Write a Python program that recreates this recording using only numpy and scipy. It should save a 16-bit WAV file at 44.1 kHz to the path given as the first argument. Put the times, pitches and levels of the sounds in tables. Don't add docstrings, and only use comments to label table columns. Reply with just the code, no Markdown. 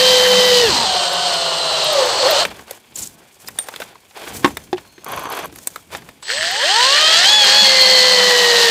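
import sys
import numpy as np
from scipy import signal
from scipy.io import wavfile

SR = 44100
rng = np.random.default_rng(int(sys.argv[2]) if len(sys.argv) > 2 else 0)


def generate_wav(sig):
    pcm = np.round(np.clip(np.atleast_2d(sig).T, -1, 1) * 32767).astype(np.int16)
    wavfile.write(sys.argv[1], SR, pcm)


def volts_from_decibels(level):
    exponent = np.asarray(level, float) / 20
    return 10 ** exponent


N = 383669


def rms_one(x):
    return x / np.sqrt(np.mean(x ** 2) + 1e-20)


def in_time(rows):
    s, *columns = np.transpose(rows)
    return [np.interp(np.arange(N) / SR, s, c, -140, -140) for c in columns]


def drift(rate):
    r = np.exp(-32 * np.pi * rate / SR)
    noise = rng.standard_normal(N // 16 + 2002)
    slow = signal.lfilter([1], [1, -2 * r, r * r], noise)[2000:]
    return np.interp(np.arange(N) / 16, np.arange(len(slow)), rms_one(slow))


def band(x, low_hz, high_hz, order=2):
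    sos = signal.butter(order, [low_hz, min(high_hz, .45 * SR)], "band", fs=SR, output="sos")
    return signal.sosfilt(sos, x)


def resonate(x, modes):
    out = 0
    for k, (hz, width, db) in enumerate(modes):
        r = np.exp(-np.pi * width / SR)
        top = (1 - r * r) / 2 * np.array([1, 0, -1])
        poles = [1, -2 * r * np.cos(2 * np.pi * hz / SR), r * r]
        out = out + (-1) ** k * volts_from_decibels(db) * signal.lfilter(top, poles, x)
    return out


def grains(per_s, spread_db):
    sizes = volts_from_decibels(spread_db * np.minimum(rng.exponential(1, N), 5)) * rng.choice([-1, 1], N)
    return rms_one(sizes * (rng.random(N) < per_s / SR) + 0.23 * rng.standard_normal(N))


def place(out_s, sound):
    track, at = np.zeros(N + len(sound)), round(out_s * SR)
    track[at:at + len(sound)] = sound
    return track[:N]


def swells(rows, rise_db_s, fall_db_s, floor_db):
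    t = np.arange(0, N, 32) / SR
    each = []
    for s, hold, db in rows:
        before, after = np.maximum(s - t, 0), np.maximum(t - s - hold, 0)
        each.append(db - rise_db_s * before - fall_db_s * after)
    return np.interp(np.arange(N) / SR, t, np.maximum(np.max(each, axis=0), floor_db))


def octaves_under(x_hz, hz):
    return np.maximum(np.log2(hz / np.maximum(x_hz, 20)), 0)


def lift(hz, top_hz, half_width_hz, gain):
    return gain / (1 + ((hz - top_hz) / half_width_hz) ** 2)


# t/s, f/Hz, load, level/dB
BORING = [
    (0, 787.7, 0.77, -10),
    (0.45, 770, 1, -10.5),
    (0.6, 754, 1, -11),
    (0.64, 733.3, 0.99, -11),
    (0.68, 644.2, 1, -12.5),
    (0.71, 516.1, 0.38, -13.5),
    (0.76, 372.1, 0.97, -13.5),
    (0.83, 360, 0.95, -14.5),
]
SLOWING = [
    (0.859, 300, 1, -16.5),
    (0.99, 278.2, 1, -17.5),
    (1.08, 274.1, 0.92, -18),
]
CREEPING = [
    (1.25, 281.9, 0.98, -17),
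    (1.361, 267.8, 1, -17.5),
    (1.501, 259.9, 0.81, -18),
    (1.64, 257, 0.78, -18.5),
    (1.83, 248.9, 0.87, -17),
    (1.92, 235.9, 1, -16),
    (2.02, 206.9, 1.14, -15),
]
LABOURING = [
    (2.1, 184, 1, -16.5),
    (2.19, 160, 0.83, -16),
    (2.22, 194, 0.89, -15),
    (2.265, 198, 1.2, -13.5),
    (2.3, 258, 1.8, -14.5),
    (2.361, 212.4, 0.76, -12.5),
    (2.431, 271.9, 1.57, -15),
    (2.459, 205.9, 1, -38.5),
    (2.495, 173.8, 1.2, -37),
]
STARTING = [
    (6.225, 25, 0.033, -36.5),
    (6.275, 80, 0, -27),
    (6.3, 113, 0, -20),
    (6.35, 140, 0.03, -20.5),
    (6.4, 157, 0.05, -20.5),
    (6.5, 180, 0.12, -17),
]
SPIN_UP = [
    (6.56, 206.7, 0.11, -16.5),
    (6.62, 249, 0.12, -17),
    (6.7, 384.3, 0.31, -11.5),
    (6.8, 485.4, 0.086, -11),
    (7.0, 613, 0.48, -9.5),
    (7.16, 658, 0.6, -7),
]
BITING = [
    (7.22, 720, 0.95, -8),
    (7.301, 839.4, 0.1, -7.5),
    (7.37, 852, 0.1, -10),
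    (7.48, 798.6, 0.72, -6.5),
    (7.601, 854.7, 0.08, -10),
    (7.661, 823, 0.76, -7.5),
    (7.75, 810, 0.92, -9),
    (8.4, 750.3, 1, -10),
    (8.7, 721.5, 1, -9),
]
# f/Hz, half width/Hz, level/dB
SLOT_MODES = [(3517, 190, 12), (1780, 60, 6.5), (2150, 130, -15), (1330, 150, -8)]


def drill_state():
    t = np.arange(N) / SR
    first = in_time(BORING + SLOWING + CREEPING + LABOURING)
    speed, load, effort = np.maximum(first, in_time(STARTING + SPIN_UP + BITING))
    later = t > 4
    burst = lambda db_1, db_2: np.where(later, db_2, db_1)
    below = lambda hz: octaves_under(speed, hz)
    full_hz = 780
    speed = speed * (1 + (0.00418 + 0.029 * ~later * below(251.5)) * drift(9.39))
    bind, free = np.maximum(load - 1, 0), 1 - np.clip(load, 0, 1)
    shallow = later * (1 - np.clip((t - 7.27) / 0.97, 0, 1))
    loaded = later * (1 - free)
    fade = burst(2, 1) * np.minimum(effort + 25, 0)

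    output = burst(-14, -19) - 23 * below(full_hz - 50) - 6 * free - 6 * shallow - 19 * shallow ** 8
    middle = burst(-26, -20) - 27 * free - 90 * below(202) + 7 * bind
    middle = middle + lift(2.6 * speed, 540, 55, 10)
    hum = burst(-25.5, -26.5) - 13 * (1 - shallow ** 1.14) * (1 - free) - 70 * below(260.0)
    slot = burst(-20, -18.5) - (5 + 30 * (1 - free) * (1 - shallow)) * below(full_hz) + 30 * bind
    slot = slot - 13 * loaded + 3 * loaded * drift(8.8) - 60 * below(110) - 6 * below(170)
    slot = slot + sum(lift(4 * speed, *mode) for mode in SLOT_MODES)
    slot = slot + later * lift(4 * speed, 3050, 120, 11)
    strain = -53 - 60 * later + lift(3 * speed, 560, 44, 33) + 4 * drift(12)
    labour = -39.5 - 60 * later - 40 * np.maximum(np.log2(np.maximum(speed, 20) / 270), 0)
    labour = labour + 5 * below(204) + 2.5 * drift(12)

    grind = effort - 8.5 - 5 * shallow + 3.46 * (1 - shallow) * below(full_hz)
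    buzz = effort + burst(-12.5, -8) + burst(-5, 2.1) * below(full_hz) + 14 * bind - 14 * below(110)
    hiss = effort + burst(-16.5, -18) - 7 * (1 - shallow) * below(full_hz)
    hiss = hiss - 19 * shallow ** 0.49 + 12 * bind
    whine_levels = [x + fade for x in (output, middle, hum, slot, strain, labour)]
    return speed, whine_levels, [effort, grind, buzz, hiss], effort + burst(-29, -52)


def tone(turns, multiple, smear):
    return np.sin(2 * np.pi * multiple * turns + smear * np.sqrt(multiple) * drift(24.0))


# multiple of commutation, level/dB within the family
FAMILIES = [
    [(.648, 0), (1.296, -14)],
    [(2.545, 0), (2.68, -8), (5.36, -12)],
    [(1, -2), (2, 1), (3, -2)],
    [(4, 0), (8, -17)],
    [(3, 0), (5.09, -9)],
    [(.61, -8), (3.25, -2), (4.05, -2), (4.48, -4), (5.45, 0)],
]


def gear_whines(speed, turns, levels):
    out, t = 0, np.arange(N) / SR
    radiate = lambda hz: -12 * octaves_under(hz, 520)
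    for family, level_db in zip(FAMILIES, levels):
        for multiple, db in family:
            weak = 0
            if multiple == 1:
                weak = 2 * radiate(speed) - radiate(family[-1][0] * speed)
            if multiple == 1.296:
                weak = np.where(t < 4, -5, 3)
            if multiple == 3 and family is FAMILIES[2]:
                weak = 2 * radiate(speed * 1.1)
            if multiple in (1, 2):
                weak = weak + lift(multiple * speed, 960, 110, 9)
            out = out + volts_from_decibels(level_db + db + weak + 2 + 1.3 * drift(30)) * tone(turns, multiple, .16)
    return out


# multiple, first hole level/dB, free run-up level/dB, second hole level/dB
TEETH = [(5, -11, -8, -19), (5.09, -15, -16, -15), (5.41, -20, -16, -12), (6, -22, -11, -24),
         (7, -24, -12, -22), (8, -24, -9, -24), (10.12, -14, -13, -14), (10.6, -13, -18, -14),
         (11.16, -11, -18, -14), (11.65, -15, -18, -14), (12.2, -17, -9, -14), (13.2, -10, -14, -14),
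         (14.2, -12, -14, -14), (14.9, -13, -14, -14), (15.82, -7, -14, -14), (16.8, -11, -14, -14),
         (17.7, -11, -14, -14)]


def tooth_tones(speed, turns, rattle_db):
    out, stage = 0, np.searchsorted([4, 7.3], np.arange(N) / SR)
    slow_db = -45 * octaves_under(speed, 250)
    for multiple, *stage_db in TEETH:
        hz = multiple * speed
        housing = lift(hz, 3080, 260, 1) + lift(hz, 4120, 330, .9)
        level = rattle_db + np.array(stage_db)[stage] + slow_db + 2.8 * drift(14)
        out = out + housing * volts_from_decibels(level) * tone(turns, multiple, .36)
    return out


def rotor_shake(speed, turns, output_db):
    level = -38.0 + 0.5 * (output_db + 17.0) - 60 * (speed < 600) + 5 * drift(23)
    return volts_from_decibels(level) * tone(turns, .25, 0.42)


# carrier multiple, commutation multiple, level/dB
SIDEBANDS = [(1, 1, 0), (1, -1, -4), (1, 0, -10), (1, -2, -12), (2, -1, -20)]


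def switching(speed, turns, rattle_db):
    out, t = 0, np.arange(N) / SR
    level = -35.5 - 16 * np.clip((speed - 480) / 300, 0, 1)
    level = level - 6 * np.clip((130 - speed) / 100, 0, 1)
    level = level - 60 * (rattle_db < -37.5) - 60 * (rattle_db < -28) * (t < 4)
    for carrier, side, db in SIDEBANDS:
        phase = 2 * np.pi * (carrier * 7880 * t + side * turns)
        out = out + volts_from_decibels(level + db + 1.65 * drift(7.8)) * np.sin(phase)
    return out


def whines(speed, turns, levels, rattle_db):
    out = gear_whines(speed, turns, levels) + tooth_tones(speed, turns, rattle_db)
    out = out + rotor_shake(speed, turns, levels[0]) + switching(speed, turns, rattle_db)
    return np.sqrt(2) * (speed > 0) * out


# f/Hz, width/Hz, level/dB
HOUSING = [(2973, 600, 1), (3536, 310, 3.5), (4200, 560, 4), (5036, 896, 5), (5720, 1570, -1),
           (8470, 1560, -12.5)]
BUZZ = [(1590, 910, 1), (1806, 280, 10.7), (3140, 490, 0.5)]
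POST = [(360, 112, -3), (617, 122, 4), (720, 67, 8), (935, 450, 3.5)]


def work(turns, rattle_db, grind_db, buzz_db, hiss_db):
    fast = np.clip(np.gradient(turns) * SR / 600, .25, 1)
    pulse = 1 + fast * (.3 * np.cos(np.pi * turns / 2) + .2 * np.cos(2 * np.pi * .097 * turns))
    steps = (1 + (.9 - .9 * fast) * np.cos(2 * np.pi * turns)) ** 2
    teeth = pulse * grains(9000, spread_db=-3.0)
    rattle = resonate(teeth, HOUSING) + volts_from_decibels(-13.5) * band(teeth, 3420, 6200)
    rattle = band(rattle, 900, 9100, order=5)
    buzz = resonate(steps * volts_from_decibels(2.7 * drift(25)) * grains(6000, spread_db=-0.5), BUZZ)
    grind = resonate(grains(2500, spread_db=3.0), POST)
    hiss = band(pulse * grains(7000, spread_db=-0.5), 6500, 15000)
    shake = 0.43 * drift(7.1)
    layers = [(rattle, rattle_db), (buzz, buzz_db), (grind, grind_db), (hiss, hiss_db)]
    return sum(rms_one(x) * volts_from_decibels(db - 3.0 + shake + 1.0 * drift(12.4)) for x, db in layers)


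# start t/s, top t/s, end t/s, f/Hz, width/Hz, level/dB
SQUEAL = [
    (7.35, 7.85, 8.3, 4320, 320, -11.5),
    (1.95, 2.25, 2.46, 4350, 260, -24),
]


def squeal(turns):
    out, t = 0, np.arange(N) / SR
    planet_knocks = np.diff(np.floor(.097 * turns), prepend=0) * 18 + rng.standard_normal(N)
    for start, top, end, hz, width, db in SQUEAL:
        swell = np.interp(t, [start, top, end], [0, 1, 0]) ** .6
        mode = [(hz, width, 0)]
        ring = rms_one(resonate(resonate(planet_knocks, mode), mode))
        out = out + volts_from_decibels(db + 1.5 * drift(26)) * swell * ring
    return out


# t/s, peak level/dB, f/Hz
CHIPS = [(1.1316, -26, 10710), (1.339, -30, 10890), (1.8422, -23, 11280), (1.928, -22, 12100),
         (2.0565, -28, 13100), (2.3071, -15.5, 13500), (6.344, -53, 11200), (6.511, -30, 12800),
         (7.0142, -31, 11790), (7.1261, -29.5, 11140), (7.445, -23, 11450)]


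def chips():
    out, t = 0, np.arange(1500) / SR
    for s, db, hz in CHIPS:
        snap = band(rng.standard_normal(len(t)), hz * 0.88, hz * 1.15)
        out = out + place(s, volts_from_decibels(db) * snap * 2.0 * volts_from_decibels(-60 * t / 0.043))
    return out


# t/s, peak level/dB
KNOCKS = [
    (4.445, -1),
    (4.729, -18.5),
    (3.588, -38),
]
# f/Hz, level/dB, t60/s
KNOCK_MODES = [
    [(335, 1.5, 0.02), (830, -15.5, 0.068), (953, -14, 0.12), (1087, -3.5, 0.059), (1180, -19, 0.04),
     (2730, -23, 0.057), (288, -23, 0.15), (214, -27, 0.2)],
    [(369, 3, 0.087), (770, 6, 0.023), (2020, -17, 0.038)],
    [(8791, 21, 0.05), (8904, 19, 0.06), (8870, 8, 0.16), (3720, 8, 0.035)],
]


def knocks():
    out, t = 0, np.arange(12000) / SR
    for (s, db), modes in zip(KNOCKS, KNOCK_MODES):
        rings = sum(volts_from_decibels(m) * volts_from_decibels(-60 * t / t60) * np.sin(2 * np.pi * hz * t) for hz, m, t60 in modes)
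        crack = volts_from_decibels(5.5) * band(rng.standard_normal(len(t)), 290, 2770) * volts_from_decibels(-60 * t / 0.028)
        attack = np.minimum(t / 0.00096, 1)
        for lag, less_db in [(0, 8), (.006, -5.5), (.014, -6.5)]:
            out = out + place(s + lag, volts_from_decibels(db + less_db) * (rings + crack) * attack)
    return out


# t/s, peak level/dB, ring f/Hz, body level/dB, brightness level/dB
CLICKS = [(2.45, -2, 2630, -6.5, -10), (2.592, -32, 830, -3, -16), (2.679, -33, 563, -2, -6),
          (2.708, -15, 550, -13, 5), (3.483, -12, 1900, -13, 4), (3.586, -11, 3670, -7.5, 8),
          (3.685, -18.5, 900, -2.5, 3), (3.719, -23, 784, -17, -30), (3.738, -26, 3760, 2, -19),
          (3.76, -12, 3440, -14, -3), (3.8, -11, 550, -14, -9), (3.818, -15, 1510, -4.5, -9),
          (3.954, -24, 960, -15, -36), (4.108, -32, 900, -6.5, -14)]
FITTING = [ (4.569, -18, 2290, 0, 10.5), (4.779, -19, 312, -8, -19), (4.979, -24.5, 362, -13, -31),
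           (5.043, -26, 1250, -14, 12), (5.524, -22.5, 355, -18, -7), (5.558, -19, 11100, -12, 1),
           (5.585, -20.5, 6580, -10.5, 4), (5.671, 0, 8300, -20, 1), (5.758, -15, 1290, -8.5, 0),
           (5.948, -11, 710, -8, -32), (6.02, -28.5, 770, -8, -10), (6.088, -27.5, 820, -3.5, -1),
           (6.226, -23.5, 7760, -2, -33)]


def clicks():
    out, t = 0, np.arange(6000) / SR
    for s, db, hz, body_db, bright_db in CLICKS + FITTING:
        noise = rng.standard_normal((3, len(t)))
        t60 = 0.035 * (1000 / hz) ** 0.19
        fall = volts_from_decibels(-60 * t / t60) * np.minimum(t / 0.0018, 1) ** 2
        ring = np.sin(2 * np.pi * hz * t) * 0.65 + 0.6 * rms_one(band(noise[0], hz * 0.85, hz * 1.17))
        body = band(noise[1], 330, 2870) + resonate(noise[1], [(3530, 140, 1)])
        body = volts_from_decibels(body_db + 7.0) * rms_one(body)
        crack = volts_from_decibels(bright_db + 1.5) * rms_one(band(noise[2], 5200, 19700)) * fall
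        out = out + place(s, volts_from_decibels(db - 4.5) * fall * (ring + body + crack))
    return out


# f/Hz, width/Hz, level/dB
CHUCK = [(524, 570, -3), (1095, 193, 4.5), (1540, 160, -4), (2470, 430, -11.5), (3290, 250, -11),
         (4540, 230, -18), (6080, 290, -16)]
# t/s, peak level/dB
CATCHES = [(5.035, -29), (5.058, -28), (5.086, -21), (5.123, -14), (5.133, -10), (5.174, -9), (5.221, -17),
           (5.254, -8), (5.317, -18), (5.375, -11), (5.437, -13)]


def ratchet():
    t = np.arange(N) / SR
    twist = np.clip((t - 5.058) / 0.004, 0, 1) * np.clip((5.463 - t) / 0.006, 0, 1)
    pawl = (rng.random(N) < 240 / SR) * volts_from_decibels(2.6 * rng.standard_normal(N))
    rub = signal.lfilter([1], [1, -0.985], pawl) * rng.standard_normal(N)
    sleeve = rms_one(resonate(rms_one(rub) + 0.9 * grains(900, spread_db=2.0), CHUCK))
    jaws = 0
    for s, db in CATCHES:
        fall = volts_from_decibels(db + 4.5 - 60 * t[:3000] / 0.048)
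        jaws = jaws + place(s, fall * rng.standard_normal(3000))
    return volts_from_decibels(-29 + 1.3 * drift(26)) * twist * sleeve + resonate(jaws, CHUCK)


# t/s, length/s, level/dB, centre f/Hz
SCUFFS = [
    (2.955, .011, -27, 7300),
    (2.985, .012, -28, 7600),
    (2.996, 0.015, -35, 7600),
    (3.02, .012, -27, 7500),
    (3.03, 0.013, -30, 7000),
    (3.054, 0.0078, -37, 7600),
    (3.063, 0.0043, -31, 7600),
    (3.07, .007, -28.5, 7600),
    (3.472, .012, -34, 5200),
    (4.769, 0.014, -39.5, 2800),
]
# t/s, peak level/dB
TICKS = [(5.0828, -28), (5.116, -22), (5.1596, -25), (5.1916, -22), (5.234, -28), (5.2549, -34),
         (5.2978, -23), (5.321, -22), (5.3472, -36), (5.3682, -27), (5.3866, -24), (5.4405, -29),
         (5.454, -25)]


def scuffs():
    out, t = 0, np.arange(2000) / SR
    pawl_ticks = [(s, 0.0083, db - 11.0, 12000) for s, db in TICKS]
    for s, length, db, hz in SCUFFS + pawl_ticks:
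        noise = rng.standard_normal(2000)
        shape = np.clip(np.minimum(t, length - t) / 0.0021, 0, 1)
        narrow = rms_one(band(noise, hz * 0.89, hz * 1.11))
        skirt = 0.78 * rms_one(band(noise, hz * 0.67, hz * 1.6))
        out = out + place(s, volts_from_decibels(db) * shape * (narrow + skirt))
    return out


# delay t/s, level/dB
ECHOES = [
    (.011, -21),
    (.031, -21.5),
]


def echoes(hits):
    return sum(volts_from_decibels(db) * place(lag, band(hits, 130, 3300, order=1)) for lag, db in ECHOES)


# t/s, length/s, level/dB, brightness level/dB
MOVES = [(2.44, 0.073, -38.5, -7), (2.544, 0.059, -42.5, -3), (2.675, 0.071, -43.5, -1.5),
         (2.974, 0.073, -48.5, 19.5), (3.086, 0.21, -53, -4), (3.402, 0.15, -53.5, 9.5),
         (3.556, 0.31, -48, 4.5), (3.724, 0.19, -44.5, -9), (4.169, 0.16, -36.5, -6),
         (4.347, 0.01, -37.5, 12.5), (4.435, 0.054, -38.5, 3), (4.546, 0.077, -52, 7),
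         (4.795, 0.094, -53.5, 2), (5.093, 0.12, -36.5, -9), (5.321, 0.091, -32, -9),
         (5.542, 0.24, -54, 12), (5.926, 0.038, -37, -6), (6.05, 0.054, -51, 1)]


def rustle():
    levels = []
    for less_db, share in [(0.5, 0.15), (-4.5, 0.12), (-1.5, 0.78)]:
        rows = [(s, hold, db + less_db + share * tilt_db) for s, hold, db, tilt_db in MOVES]
        levels.append(swells(rows, rise_db_s=490, fall_db_s=210, floor_db=-57.5))
    clump = volts_from_decibels(7.1 * drift(35))
    dull_modes = [(388, 170, 0.5), (820, 360, 0.5), (1090, 94, 2.5), (1530, 620, -5.5)]
    dull = resonate(grains(600 * clump, spread_db=3.5), dull_modes)
    fine = grains(1200 * clump, spread_db=2.5)
    middle = resonate(fine, [(2300, 450, 0), (3350, 450, 0), (4600, 900, -7)])
    ticks = volts_from_decibels(3 * drift(40)) * grains(6000, spread_db=2.5)
    bright = band(ticks, 2670, 20000) + resonate(ticks, [(7600, 4300, 0.93)])
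    return sum(rms_one(x) * volts_from_decibels(db + 2.28) for x, db in zip((dull, middle, bright), levels))


# t/s, level/dB
THUDS = [(0.69, -26.5), (2.44, -37.5), (3.0, -43), (3.5, -46.5), (3.8, -48.5), (4.37, -34), (4.5, -36),
         (4.75, -44.5), (5.15, -37.5), (5.46, -41), (5.7, -48), (5.971, -41), (6.4, -42)]


def ground(shake_db):
    rows = [(s, 0, db) for s, db in THUDS]
    thud_db = swells(rows, rise_db_s=123, fall_db_s=59, floor_db=-61)
    rumble = rms_one(band(rng.standard_normal(N), 50, 303))
    return volts_from_decibels(np.maximum(thud_db, shake_db) + 1.2 * drift(24)) * rumble


# start t/s, end t/s, f/Hz, level/dB
BIRD = [
    (4.4, 4.7, 6200, -55),
    (4.8, 5.05, 4250, -55),
    (4.82, 5.5, 6400, -56),
]


def bird():
    out = 0
    for start, end, pitch_hz, level_db in BIRD:
        size = round((end - start) * SR)
        note = band(rng.standard_normal(size), pitch_hz - 90, pitch_hz + 90)
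        out = out + place(start, volts_from_decibels(level_db) * rms_one(note) * np.hanning(size) ** .5)
    return out


def air():
    return volts_from_decibels(-63) * rms_one(band(rng.standard_normal(N), 150, 9000, order=1))


def scene():
    speed, levels, noise, shake_db = drill_state()
    turns = np.cumsum(np.maximum(speed, 0)) / SR
    drill = whines(speed, turns, levels, noise[0]) + work(turns, *noise) + squeal(turns)
    small_body = signal.butter(3, 130, "high", fs=SR, output="sos")
    drill = signal.sosfilt(small_body, drill)
    hits = chips() + knocks() + clicks() + scuffs()
    garden = ground(shake_db) + bird() + air()
    return (drill + hits + ratchet() + echoes(hits) + rustle() + garden)[None]


def band_limit(x):
    return signal.sosfilt(signal.butter(12, 16320, fs=SR, output="sos"), x)


def record(dry):
    rounded = 0.96 * np.tanh(dry / 1.12)
    low_cut = signal.sosfilt(signal.butter(3, 52, "high", fs=SR, output="sos"), rounded)
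    top_cut = signal.sosfilt(signal.cheby2(14, 70, 16330, fs=SR, output="sos"), low_cut)
    mix = np.clip(top_cut, -1, 1)
    return band_limit(mix)


dry = scene()
out = record(dry)
generate_wav(out)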